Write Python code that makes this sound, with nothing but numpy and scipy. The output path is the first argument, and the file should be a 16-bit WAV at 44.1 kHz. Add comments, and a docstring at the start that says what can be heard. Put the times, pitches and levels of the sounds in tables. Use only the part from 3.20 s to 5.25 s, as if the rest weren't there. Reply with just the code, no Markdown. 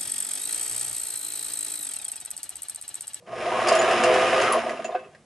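"""A small room, microphone close to a sewing machine winding a bobbin in one short burst of the pedal.
The motor runs up with a rough wavering whine, and the shell drones at full speed over a mains hum.
Random contacts in the drive whirr and rattle the plastic housing; the bobbin ticks as ringing noise bursts.
As it coasts down the rattle fades to separate swelling knocks, with one strong knock near the end."""
import sys
import numpy as np
from scipy import signal
from scipy.fft import rfft, irfft, next_fast_len
from scipy.io import wavfile

SR = 44100
rng = np.random.default_rng(int(sys.argv[2]) if len(sys.argv) > 2 else 0)


def unload_wav(signal):
    """Save mono or channel-first audio to the path in sys.argv[1] as 16-bit WAV at rate SR, clipped to [-1, 1]."""
    wavfile.write(
        sys.argv[1],
        SR,
        np.round(np.clip(np.atleast_2d(signal).T, -1, 1) * 32767).astype(np.int16),
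    )


N = 90405
T = np.arange(N) / SR  # time in s


def amp(db):
    """Decibels to gain."""
    return 10 ** (np.asarray(db) / 20)


def unit(x):
    """Scale to rms 1."""
    return x / np.sqrt(np.mean(x ** 2) + 1e-20)


def curve(rows):
    """Each column of a table after the first, joined by straight lines in time."""
    s, *columns = np.transpose(rows)
    return [np.interp(T, s, c) for c in columns]


def drift(rate_hz):
    """Random wander of rms 1: noise through two equal low-pass poles at the given rate."""
    r = np.exp(-2 * np.pi * rate_hz / SR)
    noise = rng.standard_normal(2 * N)
    return unit(signal.lfilter([1], [1, -2 * r, r * r], noise)[N:])  # settled half only


def colour(x, points):
    """Causal minimum-phase filter through the given [freq_hz, level_db] points."""
    size = 2 * next_fast_len(N)
    hz, db = np.transpose(points)
    bins_hz = np.arange(size // 2 + 1) * SR / size
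    response_db = np.interp(np.log(bins_hz + 1), np.log(hz), db)
    cepstrum = irfft(np.log(amp(response_db)))
    cepstrum[1:size // 2] *= 2  # folding the cepstrum makes the filter causal
    cepstrum[size // 2 + 1:] = 0
    return irfft(rfft(x, size) * np.exp(rfft(cepstrum)))[..., :N]


def highpass(x, hz):
    """Second-order cut of the bass."""
    return signal.sosfilt(signal.butter(2, hz, "high", fs=SR, output="sos"), x)


def ring(x, hz, t60):
    """A resonant mode: a unit click sets a sine of height 1 ringing, down 60 dB after t60 seconds."""
    r, w = np.exp(-np.log(1000) / (t60 * SR)), 2 * np.pi * hz / SR
    return signal.lfilter([0, np.sin(w)], [1, -2 * r * np.cos(w), r * r], x + 1e-18)


def clicks(s, db):
    """Single-sample clicks at given times and levels."""
    return np.bincount((np.abs(s) * SR).astype(int), amp(db), N)[:N]


def grains(per_s, spread_db):
    """Random contacts of uneven size and either sign, at a given mean rate."""
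    sizes = amp(spread_db * np.minimum(rng.exponential(1, N), 3))
    signed = sizes * rng.choice([-1, 1], N)
    return unit(signed * (rng.random(N) < per_s / SR))


def tone(hz, db, jitter, flutter_db, rate):
    """A sine that wavers at random in pitch (jitter, a fraction) and strength (flutter)."""
    phase = 2 * np.pi * np.cumsum(hz * (1 + jitter * drift(rate))) / SR
    strength = unit(amp(flutter_db * drift(rate)))
    return np.sqrt(2) * amp(db) * strength * np.sin(phase)


def room_floor():
    """The quiet room: steady noise, darker than white."""
    # tone of the room noise [freq_hz, level_db]
    floor_colour = [(25, -12), (100, -0.5), (600, -3), (1000, -12), (3000, -17.5), (11000, -21)]
    floor_db = -61
    return amp(floor_db) * unit(colour(rng.standard_normal(N), floor_colour))


def housing(x):
    """The plastic shell rings in its modes, alternating in sign."""
    # modes of the plastic housing [freq_hz, level_db, t60_s]
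    modes = [(231.3, -24.5, 0.21), (265.6, -31, 0.16), (348.5, -15, .13), (387, -10.5, 0.088),
             (426.6, -12.5, 0.13), (511.7, -10, .11), (634.8, -2, 0.073), (671.8, -0.5, 0.049),
             (723, -5.5, 0.083), (766.3, -9.5, 0.079), (983, -12, 0.057), (1079, -10.5, 0.084),
             (1223, -11, 0.13), (1463, -19.5, 0.036)]
    return sum((-1) ** k * amp(db) * ring(x, hz, t60) for k, (hz, db, t60) in enumerate(modes))


def knocks():
    """Slack in the drive knocks: a hollow note swells and dies over the housing; the stop rings the frame."""
    # knocks of the slack drive on the housing [start_s, level_db, pitch_hz, swell_s]
    knock_rows = [(0.022, -49, 598, 0.0035), (0.129, -27.5, 660, 0.0046), (0.229, -34, 630, .005),
                  (0.257, -18.5, 694, 0.0137), (0.316, -21.5, 684, 0.0042), (0.465, -18, 630, 0.0086),
                  (0.514, -10.5, 653, .007), (0.628, -17.5, 627, 0.0091), (0.841, -16.5, 682, 0.0074),
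                  (0.893, -14, 650, 0.0056), (1.348, -17, 637, 0.0059), (1.364, -18.5, 678, 0.015),
                  (1.435, -22, 685.5, 0.0035), (1.461, -21, 649, 0.0071), (1.485, -24.5, 650, 0.0035),
                  (1.504, -23.5, 663, 0.0058), (1.534, -23, 654, .004), (1.569, -30.5, 690, 0.0031),
                  (1.591, -23.5, 655, 0.0069), (1.644, -22, 658, 0.0065), (1.69, -21.5, 657, 0.0041),
                  (1.719, -28, 695, 0.01), (1.743, -18.5, 723.6, 0.00814), (1.827, -39, 714, 0.0048),
                  (1.852, -44.5, 402, 0.011), (1.947, -50, 600, .004)]
    # tone of the housing behind the knocks [freq_hz, level_db]
    knock_colour = [(40, -37), (200, -7), (350, 6.5), (600, 0.5), (780, 0), (1000, 6), (1300, -4),
                    (3000, -35)]
    # frame modes as the drive comes to rest against it [freq_hz, level_db, t60_s]
    frame = [(386, -41.5, 0.44), (513, -26, 0.21), (793, -30, 0.04), (1430, -36, .07), (1600, -38, 0.12)]
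    stop_s, body_db = 1.749, -9.5

    hollow = 0
    for start, db, hz, swell in knock_rows:
        age = np.maximum(T - start, 0)
        envelope = (age / swell * np.exp(1 - age / swell)) ** 2  # peaks at 1 after the swell time
        hollow = hollow + amp(db) * envelope * np.sin(2 * np.pi * hz * age)

    s, db, _, swell = np.transpose(knock_rows)
    strikes = clicks(s + swell / 2, db)  # halfway through each swell time
    body = amp(body_db) * colour(housing(strikes), knock_colour)
    stop = sum((-1) ** k * ring(clicks([stop_s], [db]), hz, t60) for k, (hz, db, t60) in enumerate(frame))
    return hollow + body + highpass(stop, 300)


def drive(speed):
    """Fine contacts whirr, a little bunched on each turn; coarser ones shake the housing and its base."""
    # rattle of the drive in the housing [time_s, level_db]
    rattle_level = [(0, -75), (0.055, -61), (0.08, -41.5), (0.16, -37.5), (0.23, -29.5), (0.44, -27),
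                    (0.48, -19.5), (0.6, -22.5), (0.73, -19), (0.8, -26), (0.87, -19.5), (1.1, -24),
                    (1.23, -21.5), (1.38, -27), (1.42, -35), (1.5, -29.5), (1.6, -44), (1.73, -36),
                    (1.8, -46), (1.87, -52.5), (1.92, -57), (2.05, -69)]
    # whirr of belt and brushes [time_s, level_db]
    whirr_level = [(0, -86), (0.055, -76), (0.068, -55), (0.2, -37), (0.44, -30.5), (0.5, -26), (0.66, -27),
                   (1.22, -25.5), (1.36, -31), (1.43, -36.5), (1.52, -40), (1.6, -43), (1.78, -52),
                   (1.92, -63), (2.05, -72)]
    # tone of the whirr [freq_hz, level_db]
    whirr_colour = [(40, -59), (90, -18), (122, -11), (145, -20), (300, -6), (700, -3), (880, -1),
                    (1100, -3), (1600, 1), (2200, -2), (2750, -1.5), (3100, -5.5), (3350, -10), (4000, -12),
                    (4300, -18.5), (4900, -14), (5250, -13), (5500, -19), (6200, -21), (6600, -17.5),
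                    (7600, -24), (11000, -23)]
    # brush hiss [time_s, level_db]
    hiss_level = [(0.05, -85), (0.09, -61), (0.18, -45), (0.42, -41.5), (0.55, -41), (1.22, -39),
                  (1.38, -42.5), (1.52, -47.5), (1.68, -61), (1.78, -74), (1.9, -82)]
    # tone of the brush hiss [freq_hz, level_db]
    hiss_colour = [(2000, 15), (4500, -31), (5200, 8), (6000, 2), (7600, -12), (9400, 3), (11000, -11)]
    # low growl in the base [time_s, level_db]
    growl_level = [(0.05, -75), (0.12, -55), (0.5, -49.5), (0.75, -34), (0.92, -40), (1.35, -42.5),
                   (1.5, -39), (1.6, -45.5), (1.75, -52), (1.9, -65.5)]
    # tone of the growl [freq_hz, level_db]
    growl_colour = [(80, -40.5), (150, -24), (172, -18), (198, -27), (227, 7.5), (243, -8.5), (266, -1),
                    (300, -18.5), (355, -3), (425, -6.5), (470, -22.5), (900, -53)]
    whine_per_turn, turn_depth, turn_jitter = 12, .22, .15  # cycles, share, fraction
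    grains_per_s, grain_spread_db = 3500, 2.5
    rattles_per_s, rattle_spread_db = 420, 1

    turn_hz = speed / whine_per_turn * (1 + turn_jitter * drift(42.4))
    turns = np.cumsum(turn_hz) / SR
    bunching = 1 + turn_depth * np.cos(2 * np.pi * turns)

    fine = bunching * grains(grains_per_s, grain_spread_db)
    whirr = amp(curve(whirr_level)[0]) * unit(colour(fine, whirr_colour))
    hiss = amp(curve(hiss_level)[0]) * unit(colour(rng.standard_normal(N), hiss_colour))
    shakes = grains(rattles_per_s * bunching, rattle_spread_db)
    rattle = amp(curve(rattle_level)[0]) * unit(housing(shakes))
    growl = amp(curve(growl_level)[0]) * unit(colour(shakes, growl_colour))
    return whirr + hiss + rattle + growl


def motor(speed):
    """Whine broken up by random gain, the housing's drone at full speed, and mains hum while pedalled."""
    # whine of the motor [time_s, level_db]
    whine_level = [(0.06, -67.5), (0.22, -34), (0.275, -33), (0.295, -55), (0.32, -28.5), (0.41, -27),
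                   (0.47, -32), (0.8, -38), (1.2, -40), (1.25, -32), (1.355, -24), (1.42, -40.5),
                   (1.7, -66)]
    # drone of the housing at full speed [time_s, pitch_hz, level_db]
    drone_rows = [(0.72, 485, -60), (0.81, 499.2, -34), (0.87, 505, -21.5), (1.03, 514, -27.5),
                  (1.14, 522.2, -32.5), (1.2, 526, -24), (1.28, 497, -53), (1.36, 480, -70)]
    # levels of the first three multiples of the mains [level_db]
    mains_db = [-67, -55, -61]
    rough, rough_hz = 0.83, 160  # depth and rate at which the whine breaks up
    mains_hz = 60.46
    pedal_down_s, pedal_up_s, pedal_fade_s = 0.075, 1.3, 0.035

    whine = tone(speed, curve(whine_level)[0], jitter=.04, flutter_db=1.3, rate=116)
    whine = whine * (1 + rough * drift(rough_hz)) / np.hypot(1, rough)
    drone = tone(*curve(drone_rows), jitter=0.0047, flutter_db=0.3, rate=35)
    pedal = np.clip(np.minimum(T - pedal_down_s, pedal_up_s - T) / pedal_fade_s, 0, 1)
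    hum = sum(tone(mains_hz * (k + 1), db, jitter=.015, flutter_db=2.5, rate=10)
              for k, db in enumerate(mains_db))
    return whine + drone + pedal * hum


def bobbin():
    """Each tick is a dying spray of noise and a metallic ring kept going by small after-contacts."""
    # metal ticks of the bobbin on its spindle; brightness is the treble of the spray against its bass
    # [start_s, level_db, brightness_db, ring_hz, ring_db]
    ticks = [(0.064, -54.5, -7, 3100, -56), (0.473, -32, 3.5, 5160, -28), (0.485, -26.5, 5.5, 4868, -18.5),
             (0.524, -29, 1, 4960, -34), (0.551, -25, -1, 10500, -28), (0.59, -38, -9, 6900, -22),
             (0.615, -32, -0.5, 6950, -41), (0.712, -24, -6.5, 2696, -22), (0.836, -22.5, 0, 2745, -20),
             (0.94, -22.5, -7.5, 5513, -35), (1.214, -30.5, 2.5, 2715, -30), (1.242, -39, -4, 5010, -37),
             (1.324, -31.5, 2, 10290, -18), (1.494, -27, -13, 2460, -29), (1.572, -48, -8, 2686, -37),
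             (1.644, -35.5, -5, 2680, -25.5), (1.645, -46, -13, 6840, -33), (1.654, -41, -23, 7160, -52),
             (1.719, -40.5, -22, 3600, -47), (1.751, -38, -33, 2610, -36.5), (1.76, -39, -31, 1520, -34.5),
             (1.792, -60, -15, 2616, -42), (1.845, -66, -5, 2600, -48.5), (1.948, -44, -13, 1610, -52)]
    # tone of the spray [freq_hz, level_db]
    tick_colour = [(200, -38), (900, -17), (1650, 10.5), (3500, -2.5), (4900, 5.5), (5900, -1), (6700, 3.5),
                   (7700, -1.5), (10500, -4)]
    spray_t60_s, split_hz = 0.069, 2900
    ring_cycles = 165  # cycles for a ring to fall 60 dB
    pair_split, pair_db = 0.039, -16  # each mode is a close pair: fractional spacing, second's level
    chatter_share, chatter_s = 0.84, 0.009  # strength and decay time of the after-contacts

    s, db, bright_db, _, _ = np.transpose(ticks)
    spray = unit(colour(rng.standard_normal(N), tick_colour))
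    low, high = (signal.sosfilt(signal.butter(3, split_hz, kind, fs=SR, output="sos"), spray)
                 for kind in ("low", "high"))
    spray_fade = np.exp(-np.log(1000) / (spray_t60_s * SR))
    strikes = [clicks(s, db), clicks(s, db + bright_db)]
    dull, bright = signal.lfilter([1], [1, -spray_fade], strikes)
    out = low * dull - high * bright

    chatter = chatter_share * rng.standard_normal(N) * np.sqrt(2 / (chatter_s * SR))
    chatter_fade = np.exp(-1 / (chatter_s * SR))
    for start, _, _, hz, ring_db in ticks:
        hit = clicks([start], [ring_db])
        after = chatter * signal.lfilter([1], [1, -chatter_fade], hit + 1e-18)
        contact = hit / 2 + after
        t60 = ring_cycles / hz
        partner = amp(pair_db) * ring(contact, hz * (1 + pair_split), t60)
        out = out + ring(contact, hz, t60) - partner
    return out


def room(x):
    """A short wash of reflections: dying noise, starting 2 ms after the direct sound."""
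    # tone and strength of the reflections [freq_hz, level_db]
    reflections = [(100, -13), (500, -24), (1400, -10.5), (3000, -9.5), (6000, -6.5), (11000, -8)]
    t60_s = 0.12
    response = rng.standard_normal(N) * np.exp(-np.log(1000) * T / t60_s) * (T > .002)
    wash = signal.fftconvolve(x, response / np.linalg.norm(response))[:N]
    return colour(wash, reflections)


def scene():
    """The machine up close with the room noise, spread to two sides by the reflections."""
    # motor speed as the pitch of its whine [time_s, pitch_hz]
    speed_rows = [(0.06, 150.6), (0.17, 418), (0.27, 701.5), (0.32, 990), (0.41, 1100), (0.55, 1241),
                  (0.85, 1359), (1.22, 1399), (1.3, 1197), (1.36, 1050), (1.41, 906.5), (1.55, 606),
                  (1.85, 149.6)]
    # tilt between the two sides [freq_hz, left_minus_right_db]
    balance = [(100, -0.7), (1400, -0.17), (3000, 0), (6000, 0), (9000, -1), (11000, -1)]
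    speed, = curve(speed_rows)
    near = room_floor() + knocks() + drive(speed) + motor(speed) + bobbin()
    mid = near + room(near)  # reflections shared by both sides
    side = room(near)  # reflections opposite in sign on the two sides
    return np.array([colour(mid + sign * side, [(hz, sign * db / 2) for hz, db in balance])
                     for sign in (1, -1)])


def record(dry):
    """The microphone loses the deep bass; the top is cut steeply."""
    cutoff_hz = 11060
    thin = highpass(dry, 45)
    return signal.sosfilt(signal.ellip(12, .1, 80, cutoff_hz, fs=SR, output="sos"), thin)


dry = scene()
out = record(dry)
unload_wav(out)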